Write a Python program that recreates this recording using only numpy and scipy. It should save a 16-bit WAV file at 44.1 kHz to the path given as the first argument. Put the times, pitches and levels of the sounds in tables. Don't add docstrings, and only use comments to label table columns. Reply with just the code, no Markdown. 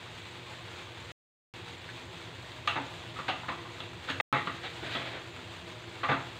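import sys
import numpy as np
from scipy import signal
from scipy.fft import rfft, irfft
from scipy.io import wavfile

SR = 44100
rng = np.random.default_rng(int(sys.argv[2]) if len(sys.argv) > 2 else 0)


def persist_wave(psi):
    counts = np.round(np.clip(psi, -1, 1) * 32767).astype(np.int16)
    wavfile.write(sys.argv[1], SR, np.atleast_2d(counts).T)


N = 281799
T = np.arange(N) / SR
TILT_PIVOT_HZ = 1000


# peak_s, rise_db
SIMMER_SURGES = [(.75, 1.5), (1.9, 0.7), (2.95, 1.9), (4.75, 2.7)]

def wok(steady_db=-48.5, surge_half_s=0.2):
    plops = bubbles(low_hz=698, high_hz=3750, ring_cycles=7.8, spread_db=7, count=320)
    pings = bubbles(low_hz=6060, high_hz=8660, ring_cycles=72, spread_db=8, count=420)
    simmer = undb(8.5) * fizz() + undb(-10) * plops + undb(-10) * pings
    surge_db = sum(db * np.exp(-((T - peak_s) / surge_half_s) ** 2) for peak_s, db in SIMMER_SURGES)
    return tiles(undb(steady_db + surge_db) * simmer + undb(-34) * pop())


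# frequency_hz, gain_db
FIZZ_COLOUR = [(150, -6.5), (400, -4), (700, -2.5), (970, 1), (1250, -2), (1750, -1), (2200, -0.5),
               (2600, 0), (3000, -2), (3420, 0.5), (4200, -2.5), (7000, -4.5), (16000, -0.5)]

def fizz():
    bursts = clicks(per_s=2600, spread_db=2.5) * undb(wander(per_s=22))
    return unit(colour(kitchen(bursts, direct_db=-1.5), FIZZ_COLOUR))


def bubbles(low_hz, high_hz, ring_cycles, spread_db, count, size=2600):
    out, t = np.zeros(N + size), T[:size]
    for when, pitch, strength in rng.random((count, 3)):
        hz = low_hz * (high_hz / low_hz) ** pitch
        cycles = hz * t * (1 + t)
        ring = np.sin(2 * np.pi * cycles) * np.exp(-cycles / ring_cycles)
        start = int(when * N)
        out[start:start + size] += undb(spread_db * strength ** 3) * np.sqrt(hz) * ring
    return unit(out[:N])


def pop(start_s=1.889, pitch_hz=1680, width_hz=500, decay_s=0.0076):
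    age = np.maximum(T - start_s, 0)
    burst = rng.standard_normal(N) * (T > start_s) * np.exp(-age / decay_s)
    ring = resonate(resonate(burst, pitch_hz, width_hz), pitch_hz, width_hz)
    return ring / np.abs(ring).max()


# start_s, contact_s, level_db, thud_db (relative to level), hardness (0-1), pitch_hz
WARE_KNOCKS = [ (2.674, 0.0042, -29.5, -26, 0.76, 1250), (2.757, 0.021, -35.5, -5.5, 0.3, 870),
               (3.16, 0.011, -52, -11, .1, 1250), (3.187, 0.013, -42.5, -3, 0.44, 1180),
               (3.281, 0.02, -32, -10.5, 0.67, 770), (3.43, 0.017, -53, -25, .1, 1010),
               (3.483, 0.017, -37.5, -5.5, 0.52, 1034), (3.651, 0.013, -57.5, -2, .4, 1050),
               (3.802, 0.0033, -47, -17, 0.84, 3440), (4.087, 0.012, -38.5, -10.5, 0.7, 1380),
               (4.097, 0.009, -38, -4, 0.9, 1630), (4.1999, 0.0032, -27, -18, 0.42, 1640),
               (4.322, 0.0039, -25, -8.5, .2, 1250), (4.345, 0.04, -34.5, -9, 0.27, 1890),
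               (4.471, 0.0072, -37, -4, 0.5, 1200), (4.949, 0.0099, -33.5, -7, 0.34, 3340),
               (6.032, 0.013, -32, -12.5, 0.37, 1190), (6.086, 0.02, -29.5, -3.5, 0.1, 860),
               (6.112, 0.021, -32, -1, 0.41, 1310)]
# start_s, length_s, level_db, tilt_db_per_octave
COUNTER_SLIDES = [ (4.071, .015, -37, 1), (4.455, 0.015, -39, 1.5), (4.626, 0.037, -35, 1.5),
                  (4.82, .03, -37.5, -2.5), (4.844, 0.18, -39, 0.8), (4.9, 0.054, -35, 5),
                  (5.046, 0.036, -37.5, 0.5), (5.108, 0.062, -39.5, -1)]

def kitchenware():
    knocks = np.zeros(N)
    for start_s, *blow in WARE_KNOCKS:
        start = int(start_s * SR)
        sound = knock(*blow)[:N - start]
        knocks[start:start + len(sound)] += sound
    slides = sum(slide(*row) for row in COUNTER_SLIDES)
    return tiles(knocks + slides)


# pitch_hz, width_hz, gain_db
WARE_MODES = [(133, 15, 8.5), (274.4, 14, 9.5), (518, 71, 0), (685, 7.7, 11.5), (841, 9.4, 9.5),
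              (1184, 110, 5.5), (1294, 19, -1), (1460, 53, -6), (1987, 82, -1.5), (2706, 150, 10),
              (2960, 75, 1), (3270, 57, -2.5)]
# pitch_hz, width_hz, gain_db
GLINT_MODES = [(6630, 67, -7), (12500, 150, -14.5), (14700, 1000, -22)]

def knock(contact_s, level_db, thud_db, hardness, pitch_hz, size=24000):
    chatter = rng.standard_normal(size) * np.exp(-(T[:size] / contact_s - 0.15) ** 2)
    heard = kitchen(chatter, direct_db=-3.5)
    shaken = undb(-2) * heard + body(heard, WARE_MODES)
    thud = band(shaken, 120, 480)
    clatter = band(shaken, 712, 2245, order=3)
    edge = band(shaken, 2200, 3730 + 540 * hardness, order=3)
    glint = body(heard, GLINT_MODES) + band(heard, 6000, 16000) / 10
    ring = resonate(band(heard, 660, 4000), pitch_hz, width_hz=135)
    ring_db = -19.5 + 0.5 * level_db - 1.5 * np.log2(pitch_hz / TILT_PIVOT_HZ)
    parts = [(thud, level_db + thud_db),
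             (clatter, level_db),
             (edge, level_db - 7.5 + 12.5 * hardness),
             (glint, level_db - 21 + 27.5 * hardness ** 2),
             (ring, ring_db)]
    return sum(undb(db) * part / np.std(part[:SR // 40]) for part, db in parts)


# frequency_hz, gain_db
SCUFF_COLOUR = [(60, -3), (120, 6), (200, -5), (320, 13.5), (480, 7.5), (700, 11), (1000, 5), (2000, 10.5),
                (2800, 5.5), (3600, 7.5), (7000, -9.5), (11000, -9.5), (14500, -9)]

def slide(start_s, length_s, level_db, tilt_db_per_octave, attack_s=0.0077, release_s=0.009):
    age = T - start_s
    push = np.clip(age / attack_s, 0, 1) * np.exp(-np.maximum(age - length_s, 0) / release_s)
    slips = clicks(per_s=5600, spread_db=0.5) * push
    tilted = [(hz, db + tilt_db_per_octave * np.log2(hz / TILT_PIVOT_HZ)) for hz, db in SCUFF_COLOUR]
    scuffing = colour(kitchen(slips, direct_db=-3), tilted)
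    moving_rms = np.sqrt(np.sum(scuffing ** 2) / np.sum(push ** 2))
    return undb(level_db) * scuffing / moving_rms


# pitch_hz, width_hz, gain_db
CASING_MODES = [(77, 4.4, -4), (101, 19, 1), (115.6, 5.1, -7), (161.2, 15, -3.5), (253.7, 16, -7),
                (338.7, 24, -2), (382, 21, -23), (471.8, 7.1, -3.5), (613, 8.5, -7.5)]

def hob_fan():
    drone = unit(band(body(rng.standard_normal(N), CASING_MODES), 64, 900, order=4))
    rumble = unit(band(rng.standard_normal(N), 25.2, 60))
    hum_hz = 120.5 + 1.42 * wander(per_s=5)
    hum = np.sin(2 * np.pi * np.cumsum(hum_hz) / SR) * undb(1.6 * wander(per_s=4.7))
    level_db = np.interp(T, [1.8, 2], [-50.5, -49])
    return undb(level_db) * (drone + undb(-5.5) * hum + undb(-21) * rumble)


# delay_s, gain_db
FIRST_ECHOES = [(.0031, -30), (.0058, -24.5), (.0093, -16.5), (0.0135, -20.5), (0.0211, -19)]

def tiles(x):
    return x + sum(undb(db) * np.interp(T - delay_s, T, x, left=0) for delay_s, db in FIRST_ECHOES)


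def kitchen(x, direct_db, corner_t60_s=0.12, room_t60_s=0.38, room_share=0.7):
    t = T[:SR // 2]
    corner, room = (np.exp(-np.log(1e6) * t / t60) for t60 in (corner_t60_s, room_t60_s))
    decay = (1 - room_share) * corner / corner.sum() + room_share * room / room.sum()
    power = signal.fftconvolve(x ** 2, decay)[:len(x)]
    return undb(direct_db) * x + np.sqrt(np.abs(power)) * rng.standard_normal(len(x))


def undb(db):
    return 10 ** (np.asarray(db) / 20)


def unit(x):
    return x / np.sqrt(np.mean(x ** 2))


def band(x, low_hz, high_hz, order=2):
    return signal.sosfilt(signal.butter(order, [low_hz, high_hz], "band", fs=SR, output="sos"), x)


def resonate(x, hz, width_hz):
    return signal.lfilter(*signal.iirpeak(hz, hz / width_hz, fs=SR), x)


def body(x, modes):
    return sum(undb(db) * resonate(x, hz, width_hz) for hz, width_hz, db in modes)


def colour(x, points, size=4096):
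    hz, db = np.transpose(points)
    bins_hz = np.maximum(np.fft.rfftfreq(size, 1 / SR), 1)
    gain = undb(np.interp(np.log(bins_hz), np.log(hz), db))
    cepstrum = irfft(np.log(gain))
    cepstrum[1:size // 2] *= 2
    cepstrum[size // 2 + 1:] = 0
    impulse = irfft(np.exp(rfft(cepstrum)))
    return signal.fftconvolve(x, impulse)[:len(x)]


def wander(per_s):
    knots = rng.standard_normal(N // 10)
    return unit(np.interp(T * per_s, np.arange(len(knots)), knots))


def clicks(per_s, spread_db):
    sizes = undb(spread_db * np.minimum(rng.exponential(size=N), 5))
    return unit((rng.random(N) < per_s / SR) * sizes * rng.choice([-1, 1], N))


def scene():
    return (wok() + hob_fan() + kitchenware())[None]


# frequency_hz, gain_db
MIC_RESPONSE = [(20, -10), (50, -6.5), (75, 0.5), (3800, -1.5), (4500, -6.5), (5500, -16), (6300, -13.5),
                (7200, -12.5), (8400, -17.5), (9800, -28.5), (12500, -32), (13800, -32.5), (15500, -33)]
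# start_s, end_s
SILENT_GAPS = [(1.119, 1.538), (4.210, 4.3267)]

def record(dry, top_hz=15600):
    sound = colour(dry[0], MIC_RESPONSE)
    for start_s, end_s in SILENT_GAPS:
        sound[(T > start_s) & (T < end_s)] = 0
    low_pass = signal.ellip(10, 0.1, 70, top_hz, fs=SR, output="sos")
    return signal.sosfilt(low_pass, sound)[None]


dry = scene()
out = record(dry)
persist_wave(out)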